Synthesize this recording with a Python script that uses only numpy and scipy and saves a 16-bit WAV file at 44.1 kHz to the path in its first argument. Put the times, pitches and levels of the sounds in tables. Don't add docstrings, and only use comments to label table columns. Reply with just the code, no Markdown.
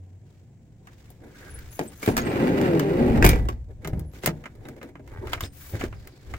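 import sys
import numpy as np
from scipy import signal
from scipy.fft import rfft, irfft, next_fast_len
from scipy.io import wavfile

SR = 44100
rng = np.random.default_rng(int(sys.argv[2]) if len(sys.argv) > 2 else 0)


def transcribe(u):
    v = np.clip(np.atleast_2d(u).T, -1, 1)
    q = np.round(v * 32767).astype(np.int16)
    wavfile.write(sys.argv[1], SR, q)


N = 281358
TIME = np.arange(N) / SR

# (time [s], level [dB])
TRACK_LOAD = [(2.12, -33), (2.19, -38), (2.25, -24.5), (2.38, -21.5), (2.455, -20), (2.53, -19.5),
              (2.63, -19), (2.738, -21.5), (2.84, -23.5), (2.915, -24), (2.986, -20.5), (3.03, -18),
              (3.186, -18.5), (3.22, -21)]
# (frequency [Hz], level [dB], t60 [s])
SLIDER_STEEL_MODES = [(787, 0.5, 0.097), (1170, -12, 0.094), (1370, 0, 0.062), (1330, 2, 0.044),
                      (1500, 0, 0.1), (1980, 1.5, 0.019), (1945, -5, 0.068), (2310, -2, 0.12),
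                      (2490, -2.5, 0.039), (3220, -7.5, .07), (3750, -14, .07), (4650, -21.5, 0.059),
                      (6340, -10, 0.084)]
GRIT_DB, GRIT_FADE_DB_PER_S = -34.5, 5.5
RESONANCE_DB = 4.5


def from_db(db):
    return np.exp(np.asarray(db) * (np.log(10) / 20))


def rms_one(x):
    return x / np.sqrt(np.mean(x ** 2) + 1e-20)


def at_hz(points, hz):
    point_hz, value = np.transpose(points)
    return np.interp(np.log(np.maximum(hz, 1)), np.log(point_hz), value)


def add(track, s, sound):
    start = int(s * SR)
    track[..., start:start + sound.shape[-1]] += sound[..., :N - start]


def fader(points, fade_s=0.011):
    s, db = np.transpose(points)
    gate = np.interp(TIME, [s[0] - fade_s, s[0], s[-1], s[-1] + fade_s], [0, 1, 1, 0])
    return gate * from_db(np.interp(TIME, s, db))


def swells(times, lengths, levels_db, shape):
    power = np.zeros(N)
    for s, length, db in zip(times, lengths, levels_db):
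        near = slice(max(int((s - 3 * length) * SR), 0), int((s + 3 * length) * SR))
        from_peak = np.abs(2 * (TIME[near] - s) / length)
        power[near] += (from_db(db) * .5 ** (from_peak ** shape)) ** 2
    return np.sqrt(power)


def decays(times, levels_db, t60s, tail_db, tail_t60):
    t, power = TIME[:SR * 3 // 4], np.zeros(N)
    attack = 1 - np.exp(-t / 0.0008)
    for s, level_db, t60 in zip(times, levels_db, t60s):
        fall = from_db(-60 * t / t60) ** 2 + from_db(tail_db - 60 * t / tail_t60) ** 2
        add(power, s, from_db(level_db) ** 2 * fall * attack)
    return np.sqrt(power)


def flutter(rate, depth_db):
    knots = rng.standard_normal(20000)
    return rms_one(from_db(depth_db * np.interp(TIME * rate, np.arange(len(knots)), knots)))


def noise(colour, lag_ms=0, ripple_db=0):
    # (frequency [Hz], correlation [0-1])
    likeness = [(25, 0.8), (80, 0.95), (250, 0.97), (600, 0.62), (1500, 0.43), (4000, 0), (15000, 0.03)]
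    size = next_fast_len(N, True)
    hz = np.fft.rfftfreq(size, 1 / SR)
    peaks_and_dips = rng.uniform(0, 1.7, 200) * (-1) ** np.arange(200)
    resonances = np.interp(1.3 * np.sqrt(hz), np.arange(200), peaks_and_dips)
    tone = from_db(at_hz(colour, hz) + ripple_db * resonances)
    mid, side = rfft(rng.standard_normal((2, size))) * tone
    alike = np.clip(at_hz(likeness, hz), 0, 1)
    mid, side = mid * np.sqrt(1 + alike), side * np.sqrt(1 - alike)
    delay = np.exp(-2j * np.pi * hz * lag_ms / 1000)
    return rms_one(irfft([mid + side, (mid - side) * delay], size)[:, :N])


def struck(times, levels_db, modes, lag_ms, spread):
    hz, db, t60 = np.transpose(modes)[:, :, None]
    t, out = TIME[:int(t60.max() * SR)], np.zeros((2, N))
    skew = spread * rng.standard_normal(hz.shape)
    left = np.sin(2 * np.pi * hz * t)
    right = np.sin(2 * np.pi * hz * (t - lag_ms / 1000) + skew)
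    rings = np.array([left, right]) * from_db(-60 * t / t60) * (1 - np.exp(-t * hz * 4))
    for s, level_db in zip(times, levels_db):
        share = from_db(db[:, 0] + rng.normal(0, 3.2, len(db))) * rng.choice([-1, 1], len(db))
        add(out, s, from_db(level_db) * np.sqrt(2) * (share / np.linalg.norm(share)) @ rings)
    return out


def damped_tones(rows):
    t, out = TIME[:SR], np.zeros(N)
    for s, db, hz, t60 in rows:
        attack = 1 - np.exp(-t * hz * 4)
        add(out, s, from_db(db - 60 * t / t60) * np.sin(2 * np.pi * hz * t) * attack)
    return out


def outdoors(hum_hz=92, hum_db=-39, fade_db_per_s=48.5):
    # (frequency [Hz], level [dB])
    colour = [(15, -47.5), (25, -25.5), (76, -4), (108, 0.5), (301, -18), (531, -39), (659, -27.5),
              (1160, -48), (2110, -42), (4140, -57.5), (7510, -43), (10400, -61.5), (16000, -61.5)]
    hum = from_db(hum_db - fade_db_per_s * TIME) * np.sin(2 * np.pi * hum_hz * TIME)
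    return from_db(-51.0) * noise(colour) + hum


def wind(breeze_db=-71.5):
    # (time [s], length [s], level [dB])
    gusts = [(1.2, 0.7, -53.5), (1.61, 0.19, -38.5), (2.171, 0.11, -29.5), (2.596, 0.92, -40.5),
             (3.069, 0.15, -30), (3.279, 0.24, -15.5), (3.551, 0.72, -38), (3.961, 0.13, -30),
             (4.333, 0.12, -36.5), (4.596, 0.11, -40), (5.3, 0.34, -36), (5.883, 0.21, -33),
             (6.329, 0.093, -33)]
    # (frequency [Hz], level [dB])
    colour = [(18, 9), (42, 12), (70, 16), (110, 12), (160, -4), (300, -55.5)]
    strength = from_db(breeze_db) + swells(*np.transpose(gusts), shape=1.5)
    return from_db(-1.5) * strength * noise(colour)


def sleeve_drag():
    # (frequency [Hz], level [dB])
    colour = [(2800, -15), (3900, -4), (4600, 1), (5200, -4), (6500, -27)]
    stroke = swells(times=[6.12], lengths=[0.34], levels_db=[-67], shape=3.6)
    return stroke * noise(colour, lag_ms=0.05) * flutter(rate=120, depth_db=3.0)


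def finger_sweep():
    # (time [s], level [dB])
    stroke = [(5.53, -57), (5.57, -51.5), (5.64, -49.5), (5.72, -46.5), (5.78, -71), (5.86, -66)]
    # (frequency [Hz], level [dB])
    colour = [(3000, -15), (6000, -7.5), (9500, -6.5), (12000, -5), (15500, 3), (17000, -20)]
    return fader(stroke) * noise(colour, lag_ms=0.014) * flutter(rate=310, depth_db=1.5)


def scrape():
    # (frequency [Hz], level [dB])
    colour = [(900, -25), (1400, -2), (1620, 3), (1850, -9), (2150, -5), (2800, -27)]
    stroke = swells(times=[1.5], lengths=[0.34], levels_db=[-57], shape=6.1)
    return stroke * noise(colour, lag_ms=0.1) * flutter(rate=60, depth_db=5.0)


def handling(rustle_share=0.45):
    # (time [s], length [s], rub level [dB], brightness [dB])
    strokes = [(0.356, 0.12, -83, 2), (1.02, 0.23, -69, -1.5), (1.259, 0.065, -46, -34),
               (1.473, 0.28, -53.5, -9.5), (1.82, 0.61, -62.5, -1.5), (2.073, 0.085, -44, -3.5),
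               (3.364, 0.18, -36.5, -36.5), (3.708, 0.033, -49, -38), (3.84, 0.035, -46, -26),
               (3.941, 0.17, -44.5, -38), (4.168, 0.054, -57, -3.5), (4.264, 0.048, -44.5, 0.5),
               (4.362, 0.34, -57, -19.5), (4.687, 0.14, -46.5, -30.5), (4.785, 0.023, -49, -25),
               (4.86, 0.078, -47, -27), (5.25, 0.062, -51, -21), (5.163, 0.16, -53, -19),
               (5.325, 0.08, -43, -12.5), (5.439, 0.054, -48.5, -1), (5.664, .2, -63.5, 3.5),
               (5.756, 0.05, -38, -16.5), (5.804, 0.028, -46.5, -5.5), (5.84, 0.055, -44, -9),
               (6.032, 0.31, -59.5, -11.5), (6.34, 0.18, -55, -9.5)]
    # (frequency [Hz], level [dB])
    rub_colour = [(90, -2.5), (160, -5.5), (380, 3.5), (650, -7.5), (1000, -17.5), (1800, -63)]
    rustle_colour = [(600, -12), (1000, -7), (1200, 2), (1550, 6), (2200, 5.5), (2900, -15.5), (3600, -6),
                     (4500, -17), (7000, -15.5)]
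    hiss_colour = [(2500, 0.5), (4500, -3), (7500, -4.5), (9500, -13), (12000, -15), (15500, -8)]
    s, length, db, brightness = np.transpose(strokes)
    rub = noise(rub_colour, lag_ms=0.048, ripple_db=RESONANCE_DB) * flutter(rate=28, depth_db=3.0)
    rustle = noise(rustle_colour, lag_ms=0.13, ripple_db=RESONANCE_DB) * flutter(rate=180, depth_db=3.5)
    hiss = noise(hiss_colour, lag_ms=0.036) * flutter(rate=180, depth_db=3.5)
    bands = [(rub, 0, -62, -0.5), (rustle, rustle_share, -84, 1), (hiss, 1, -83, 8)]
    out = 0
    for band, share, floor_db, gain_db in bands:
        motion = swells(s, length, db + share * brightness, shape=2.17)
        out += from_db(gain_db) * (motion + from_db(floor_db)) * band
    return out


def keys(count, scatter_s=0.015, pitch_spread=0.02):
    # (time [s], level [dB])
    shakes = [(1.744, -51), (1.85, -56.5), (1.99, -58), (2.04, -48), (2.09, -55)]
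    # (frequency [Hz], level [dB], t60 [s])
    modes = [(6460, 11, 0.052), (7500, -7, 0.042), (7960, -10, 0.069), (9000, -7, 0.035), (10200, 2, 0.53),
             (11400, 10, 0.078), (12300, -10, 0.043), (13400, -6, .04), (14120, 11, 0.12), (15250, -2, 0.1),
             (15650, -10, 0.031)]
    s, db = np.repeat(shakes, count, axis=0).T
    timing, force, tuning = rng.standard_normal((len(s), 3)).T
    touches = zip(s + scatter_s * timing, db + 1.7 * force, np.exp(pitch_spread * tuning))
    clinks = sum(struck([at], [level_db], np.multiply(modes, [pitch, 1, 1]), lag_ms=0.069, spread=1.5)
                 for at, level_db, pitch in touches)
    s, db = np.transpose(shakes)
    sliding = swells(s, np.full(len(s), .07), db, shape=0.91) * flutter(rate=260, depth_db=7.0)
    colour = [(4000, -21), (6500, -1), (9000, -8), (10500, -9), (13000, -15), (15300, 5), (16500, -15)]
    return clinks + sliding * noise(colour)


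def scratches():
    # (time [s], length [s], pitch [Hz], level [dB])
    slips = [(1.515, 0.019, 10200, -51), (1.549, 0.0095, 10250, -43), (1.565, 0.023, 10250, -52),
             (1.72, 0.018, 10340, -51), (1.883, 0.014, 8070, -47.5), (1.887, 0.022, 8650, -52),
             (2.108, 0.051, 10200, -54), (2.218, 0.0084, 6570, -42.5), (2.26, 0.013, 8200, -47),
             (2.295, 0.019, 8150, -50)]
    wavering_time = np.cumsum(flutter(rate=2500, depth_db=.19)) / SR
    chirps = sum(swells([s], [length], [db], shape=1.65) * np.sin(2 * np.pi * hz * wavering_time)
                 for s, length, hz, db in slips)
    return np.sqrt(2) * chirps * flutter(rate=490, depth_db=3.5)


def pings():
    # (time [s], pitch [Hz], level [dB], t60 [s])
    notes = [(4.653, 3800, -49, 0.044), (5.430, 8660, -52, 0.39), (5.437, 3640, -30.5, 0.027),
             (5.447, 5130, -39.5, 0.11), (5.466, 4900, -47, 0.042), (5.965, 5000, -54, .05)]
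    return damped_tones([(s, db, hz, t60) for s, hz, db, t60 in notes]) * flutter(rate=400, depth_db=5.0)


def body_thumps(width_octaves=0.22):
    # (time [s], level [dB], centre [Hz])
    shoves = [(1.792, -19, 730), (1.801, -26, 487), (1.811, -23, 322), (2.076, -16, 112),
              (2.078, -19.5, 410), (2.235, -22.5, 328), (2.425, -16.5, 199), (3.104, -13.5, 68.5),
              (3.227, -10, 44.45), (3.247, -10.5, 566), (3.3, -14, 170.5), (3.311, -16, 59),
              (3.418, -28, 262), (3.486, -24.5, 71.4), (3.853, -27.5, 147), (3.881, -28.5, 413),
              (3.93, -18.5, 97), (3.934, -25.5, 196.6), (3.972, -26, 165.4), (4.015, -25.5, 66.6),
              (4.274, -21, 650), (4.275, -20.5, 140.8), (4.279, -25, 450), (4.284, -21.5, 190),
              (4.292, -26.5, 250), (5.186, -29, 103.4), (5.429, -22, 84), (5.735, -20.5, 103),
              (5.747, -21, 119), (5.838, -16.5, 325)]
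    # (frequency [Hz], t60 [s])
    modes = [(41.4, 0.69), (57, 0.84), (72, 0.22), (89, 0.12), (111, 0.16), (133, 0.083), (153, 0.42),
             (178, 0.18), (225, 0.29), (275, 0.066), (345, 0.05), (413, 0.086), (475, 0.041), (540, 0.068),
             (615, 0.042), (700, 0.034), (855, 0.075)]
    hz, t60 = np.transpose(modes)
    tones = []
    for s, db, centre_hz in shoves:
        share = 1 / (1 + (np.log2(hz / centre_hz) / width_octaves) ** 2) ** 2
        levels_db = db + 20 * np.log10(share / np.linalg.norm(share))
        tones += [(s, *mode) for mode in zip(levels_db, hz, t60)]
    return damped_tones(tones)


def door_blows(hits, panel_modes, steel_modes, *, lag_ms, panel_lag_ms, panel_db, thud_db, steel_db,
               shimmer_db, clack_db, crack_db, tick_db, t60, tail_db, tail_t60):
    s, panel, clack, hardness = np.transpose(hits)
    crack, tick = clack + 0.44 * hardness, clack + hardness
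    t60 = t60 * .5 ** (hardness / 31)
    out = struck(s, panel + panel_db, panel_modes, panel_lag_ms, spread=0.32)
    out += struck(s, clack + steel_db, steel_modes, lag_ms, spread=1.0)
    for level_db, low_hz, high_hz in [(crack, 2800, 9000), (tick, 9000, 15800)]:
        ring_s = rng.uniform(.012, .05, size=100)
        rods = np.c_[rng.uniform(low_hz, high_hz, size=100), rng.normal(0, 3, size=100), ring_s]
        out += struck(s, level_db + shimmer_db, rods, lag_ms, spread=1.0)
    clacks = noise([(250, -18), (550, 1.5), (850, 0), (1150, 4.5), (1500, 4), (2350, -1), (2900, -6),
                    (4200, -35.5)], lag_ms, RESONANCE_DB)
    cracks = noise([(2000, -19.5), (3100, 2), (4500, 0.5), (7000, -1.5), (9000, -12.5), (12000, -13.5)],
                   lag_ms, RESONANCE_DB)
    ticks = noise([(6500, -16), (9000, -0.5), (11500, -3), (13000, 3.5), (14600, 4.5), (15900, -0.5),
                   (17000, -17.5)], lag_ms, RESONANCE_DB)
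    clatter = clacks * decays(s, clack + clack_db, t60 * 1.74, tail_db, tail_t60)
    clatter += cracks * decays(s, crack + crack_db, t60, tail_db - 0.5, tail_t60 * 0.88)
    clatter += ticks * decays(s, tick + tick_db, t60 * 0.75, tail_db - 1.5, tail_t60 * .5)
    thuds = noise([(90, -15.5), (170, 2.5), (260, 2.5), (400, 0.5), (650, -5.5), (900, -9), (1400, -41)],
                  panel_lag_ms)
    out += thuds * decays(s, panel + thud_db, np.full(len(s), .11), tail_db=-7.5, tail_t60=0.32)
    return out + clatter * flutter(rate=500, depth_db=3.0)


def handle_squeak(level_db=-64):
    # (time [s], pitch [Hz])
    glide = [(4.06, 10500), (4.105, 10800), (4.13, 13000), (4.145, 12200), (4.2, 11900), (4.225, 10400)]
    s, hz = np.transpose(glide)
    pitch = np.interp(TIME, s, hz) * flutter(rate=1500, depth_db=.16)
    level = fader([(s[0], level_db), (s[-1], level_db)]) * flutter(rate=150, depth_db=3.5)
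    return level * np.sin(2 * np.pi * np.cumsum(pitch) / SR)


def hinge_creak():
    # (time [s], slip rate [1/s], level [dB])
    swing = [(5.10, 73, -52), (5.127, 98, -41), (5.175, 88, -36), (5.193, 150, -48), (5.235, 180, -47),
             (5.28, 150, -49), (5.325, 150, -47)]
    # (frequency [Hz], level [dB], t60 [s])
    modes = [(390, 1.5, 0.053), (590, -9, 0.035), (870, 1, 0.035), (1180, 5, 0.0081), (1570, -0.5, 0.024),
             (1900, -0.5, 0.026), (2250, -8, 0.02), (2980, -17, 0.026)]
    s, per_s, db = np.transpose(swing)
    slip_rate = np.interp(TIME, s, per_s, left=0, right=0) * flutter(rate=55, depth_db=1.5)
    slip_count = np.floor(np.cumsum(slip_rate) / SR)
    slips = TIME[1:][np.diff(slip_count) > 0]
    return struck(slips, np.interp(slips, s, db), modes, lag_ms=0.11, spread=0.93)


def door_check():
    # (time [s], level [dB])
    detents = [(5.332, -24.5), (5.4075, -31), (5.273, -48)]
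    # (frequency [Hz], level [dB], t60 [s])
    modes = [(1070, -2, 0.041), (2700, 0, 0.049), (3040, 1, 0.045), (3340, -2, .035), (3670, -1, 0.038),
             (4680, -3.5, 0.036), (5950, -9, .025), (14500, -4, .015)]
    # (frequency [Hz], level [dB])
    groan_colour = [(200, -24), (330, -5), (388, -1), (450, -6), (530, -26), (598, -12), (720, -25),
                    (872, -17), (1100, -24), (1440, -31), (2400, -56)]
    snaps = struck(*np.transpose(detents), modes, lag_ms=0.053, spread=0.63)
    pull = swells(times=[5.245], lengths=[0.055], levels_db=[-36], shape=4.8)
    return snaps + pull * noise(groan_colour, lag_ms=0.091)


def front_door():
    # (time [s], panel level [dB], steel level [dB], hardness [dB])
    hits = [(3.847, -33, -34.5, -17), (3.874, -32, -39, 0), (3.932, -33, -49, -27), (3.974, -42, -61, -23),
            (3.994, -52, -53, 9), (4.135, -50, -55, -7), (4.165, -53, -59, -15), (4.235, -30, -37, -13),
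            (4.26, -30, -26, 6.5), (4.273, -22.5, -24.5, -11), (4.292, -31, -44, -15),
            (4.439, -65, -44.5, -24), (4.457, -44.5, -38.5, -24.5), (4.552, -51, -61.5, -2),
            (4.653, -38, -49.5, -20), (4.686, -37, -47.5, -4), (4.764, -44.5, -56.5, -9),
            (4.814, -45, -44.5, -33), (4.829, -37, -44.5, -12.5), (4.889, -46, -58, -14),
            (4.954, -47.5, -48.5, -45), (4.995, -43.5, -60, -25), (5.076, -52, -52, -10),
            (5.115, -45, -58, -20), (5.271, -48, -41, -19), (5.281, -63, -46, -20),
            (5.332, -46, -27.5, -14), (5.336, -44, -33, -23), (5.376, -53, -43, -34), (5.407, -48, -34, -2),
            (5.437, -39.5, -45, -8), (5.737, -32.5, -53, -23), (5.81, -34, -31.5, -30),
            (5.839, -32.5, -35, -18), (5.926, -49, -45, -40), (6.073, -75, -47.5, -1.5),
            (6.338, -50, -35, -27.5)]
    # (frequency [Hz], level [dB], t60 [s])
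    panel_modes = [(130.6, -2.5, 0.54), (158.5, -0.5, 0.13), (227.3, -2, 0.36), (279.5, -1, 0.41),
                   (335, 0.5, 0.17), (393, 4.5, 0.16), (465, -2, 0.096), (542, 2, 0.094), (619, 0.5, 0.13),
                   (754, -9.5, 0.051), (830, -15, 0.043)]
    steel_modes = [(695, 1, 0.07), (1003, -2, 0.079), (1240, 1, 0.083), (1420, 0.5, 0.049),
                   (1552, 1.5, 0.071), (1835, 1, 0.055), (2080, 9, 0.055), (2300, -8, 0.116),
                   (2430, -8, 0.088), (2990, -6, 0.085), (3530, -10.5, 0.11), (4000, -7, 0.063)]
    return door_blows(hits, panel_modes, steel_modes, lag_ms=0.14, panel_lag_ms=0.19,
                      panel_db=-2.5, thud_db=-2.5, steel_db=-0.5, shimmer_db=-0.5,
                      clack_db=3.5, crack_db=0.5, tick_db=7.0, t60=0.019, tail_db=-7, tail_t60=0.11)


def rattle(count):
    taps = rng.uniform(2.22, 3.2, count)
    rolled_s = taps - TRACK_LOAD[0][0]
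    levels_db = GRIT_DB - GRIT_FADE_DB_PER_S * rolled_s + rng.normal(-6.5, 1.7, count)
    return struck(taps, levels_db, SLIDER_STEEL_MODES, lag_ms=0.17, spread=.9)


def track_rumble(grit_follows=0.85):
    s, db = np.transpose(TRACK_LOAD)
    grit_db = GRIT_DB + grit_follows * (db - db.mean()) - GRIT_FADE_DB_PER_S * (s - s[0])
    bumps = flutter(rate=130, depth_db=2.0)
    # (frequency [Hz], level [dB])
    rumble_colour = [(41, -37.5), (70, -17), (145, -2.5), (251, -4.5), (285, -1.5), (323, -4.5),
                     (465, -9.5), (533, -13.5), (660, -16), (848, -17.5), (926, -33.5), (1400, -33),
                     (1820, -63), (3080, -120)]
    grit_colour = [(530, -21.5), (900, 0.5), (1440, -5.5), (2120, -4.5), (3430, -17.5), (6250, -26),
                   (6800, -29.5), (7770, -25.5), (11000, -33.5), (14700, -28), (16000, -32)]
    rumble = from_db(-2.5) * noise(rumble_colour, lag_ms=0.16) * bumps
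    grit = noise(grit_colour, lag_ms=0.424, ripple_db=RESONANCE_DB)
    grit *= flutter(rate=260, depth_db=2.5) * flutter(rate=40, depth_db=2.0)
    return fader(TRACK_LOAD) * rumble + fader(np.c_[s, grit_db]) * grit


def roller_drone(lag_ms=0.3):
    # (time [s], bump rate [Hz], level [dB])
    lower_roller = [(2.15, 112, -40.5), (2.3, 126, -34.5), (2.35, 163, -28), (2.43, 182, -23.5),
                    (2.52, 196, -33.5), (2.58, 201, -25.5), (2.65, 191, -27), (2.73, 166.5, -18.5),
                    (2.78, 164, -18.5), (2.83, 136, -26.5), (2.9, 163, -25), (2.98, 180, -23),
                    (3.03, 183, -21), (3.1, 194, -24.5), (3.21, 200, -49)]
    upper_roller = [(2.17, 259, -36), (2.25, 263.4, -35), (2.369, 263.2, -39), (2.45, 253.6, -22.5),
                    (2.53, 261.3, -28.5), (2.599, 249.3, -28.5), (2.68, 234.1, -36), (2.74, 214.1, -18.5),
                    (2.799, 197.7, -30.5), (2.92, 197.8, -24), (2.97, 221.5, -47), (3.01, 235.9, -20.5),
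                    (3.06, 245.2, -24), (3.13, 229.8, -20.5), (3.21, 221.8, -27.5)]
    # (frequency [Hz], gain [dB])
    panel_response = [(100, -9), (150, -3), (195, -20.5), (232, 1.5), (260, -0.5), (285, -5), (325, -4.5),
                      (400, -1), (460, -15), (520, -9), (580, -10), (680, -25), (860, -24.5), (1100, -34.5)]
    stereo_lag_s = np.array([[0], [lag_ms / 1000]])
    drone = np.zeros((2, N))
    for roller in (lower_roller, upper_roller):
        s, bump_hz, db = np.transpose(roller)
        pitch = np.interp(TIME, s, bump_hz) * flutter(rate=90, depth_db=0.1)
        load = fader(np.c_[s, db])
        rolling = slice(int((s[0] - .02) * SR), int((s[-1] + .02) * SR))
        phase = 2 * np.pi * (np.cumsum(pitch) / SR - pitch * stereo_lag_s)[:, rolling]
        for harmonic in range(1, 5):
            strength = load * flutter(rate=140, depth_db=2.5)
            resonance = from_db(at_hz(panel_response, harmonic * pitch[rolling]))
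            tone = np.sqrt(2) * np.sin(harmonic * phase + rng.uniform(0, 2 * np.pi))
            drone[:, rolling] += strength[rolling] * resonance * tone
    return drone


def latch():
    # (time [s], level [dB])
    strikes = [(2.029, -29), (2.061, -41), (3.243, -10.5), (3.253, -15.5), (3.262, -13.5), (3.276, -28),
               (3.291, -16), (3.3, -28), (3.316, -28.5), (3.331, -31), (3.352, -37)]
    # (frequency [Hz], level [dB], t60 [s])
    claw_modes = [(1310, -14, .23), (1816, -15, .27), (1970, -12.5, 0.37), (2020, -12.5, .22),
                  (2160, 1, .04), (2260, -6.5, 0.17), (2310, 9.5, 0.035), (2317, -5.5, 0.16),
                  (2340, 6, 0.035), (2449, -7, 0.11), (2530, -11.5, 0.17), (2885, -14, .11),
                  (3305, -19, 0.27), (3526, -18.5, .19)]
    pin_modes = [(1560, -3, .04), (1750, -0.5, .05), (1920, 1.5, 0.056), (2500, -4, .035),
                 (2700, -9.5, .03), (5040, -7.5, .015)]
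    pawl_modes = [(1020, 1, .09), (1115, 4, .082), (2090, -15, 0.083), (2525, -7, 0.077), (2930, 4, 0.034),
                  (3240, -3, 0.059), (5660, -19, 0.14), (8440, -12, .055)]
    stereo = dict(lag_ms=.424, spread=.3)
    pin = struck(times=[3.2245], levels_db=[-13], modes=pin_modes, **stereo)
    pawl = struck(times=[3.486], levels_db=[-25.5], modes=pawl_modes, **stereo)
    claw = struck(*np.transpose(strikes), claw_modes, **stereo)
    return pin + claw + pawl


def sliding_door():
    # (time [s], panel level [dB], steel level [dB], hardness [dB])
    hits = [(0.871, -79, -46.5, -16.5), (1.103, -53.5, -65, 20), (1.589, -75, -50, 5),
            (1.792, -31, -30.5, -10.5), (1.811, -31.5, -49, -26), (2.029, -35.5, -34.5, -10),
            (2.061, -51, -35.5, 2), (2.076, -20, -30, -19), (2.087, -22, -31.5, -14),
            (2.167, -53, -23.5, -3.5), (2.177, -31.5, -22, -7.5), (2.186, -40, -28.5, -6),
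            (2.613, -26.5, -37, -7), (2.795, -47.5, -28.5, -7), (3.172, -35.5, -38.5, -11),
            (3.225, -19.5, -23.5, -13), (3.243, -17, -15, -19.5), (3.249, -15.5, -20, 4),
            (3.263, -26.5, -20, 4), (3.275, -33.5, -33, -3), (3.29, -24, -20.5, 5.5),
            (3.331, -28, -32, -20), (3.358, -31.5, -38.5, -16), (3.387, -36.5, -47, -11),
            (3.42, -38, -56, -16), (3.453, -43, -53, -10), (3.487, -34, -34.5, -7)]
    # (frequency [Hz], level [dB], t60 [s])
    panel_modes = [(144.8, -1, 0.17), (217.6, -4, 0.39), (234.4, -5, 0.53), (295, 2, 0.17), (354, 1, 0.14),
                   (405, -1.5, 0.18), (449, -5, 0.16), (542, -1, 0.11), (636, -13, 0.085),
                   (724, -2.5, 0.12), (865, -12, 0.16)]
    return door_blows(hits, panel_modes, SLIDER_STEEL_MODES, lag_ms=0.392, panel_lag_ms=0.26,
                      panel_db=-1.0, thud_db=2.5, steel_db=-7.0, shimmer_db=-1.5,
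                      clack_db=4.0, crack_db=1.0, tick_db=3.0, t60=0.025, tail_db=-13.5, tail_t60=0.23)


def scene():
    impacts = sliding_door() + front_door() + body_thumps() + pings()
    slider_hardware = roller_drone() + track_rumble() + rattle(count=55) + latch()
    front_hardware = handle_squeak() + hinge_creak() + door_check()
    foley = scratches() + keys(count=8) + handling() + scrape() + finger_sweep() + sleeve_drag()
    return impacts + slider_hardware + front_hardware + foley + wind() + outdoors()


def record(dry, cutoff_hz=16000):
    # (frequency [Hz], left over right [dB])
    balance = [(60, 0.5), (200, 0.5), (800, 1), (1500, -2.5), (2400, -2.5), (4400, 2.5), (7000, 0.5),
               (9500, 6.5), (15000, 8.5)]
    size = next_fast_len(N + 2048, True)
    balance_db = at_hz(balance, np.fft.rfftfreq(size, 1 / SR))
    pan = from_db([balance_db / 2, -balance_db / 2])
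    pan /= np.sqrt(np.mean(pan ** 2, axis=0))
    heard = irfft(rfft(dry, size) * pan, size)[:, :N]
    high_cut = signal.ellip(10, .2, 80, cutoff_hz, fs=SR, output="sos")
    return signal.sosfilt(high_cut, np.tanh(heard))


dry = scene()
out = record(dry)
transcribe(out)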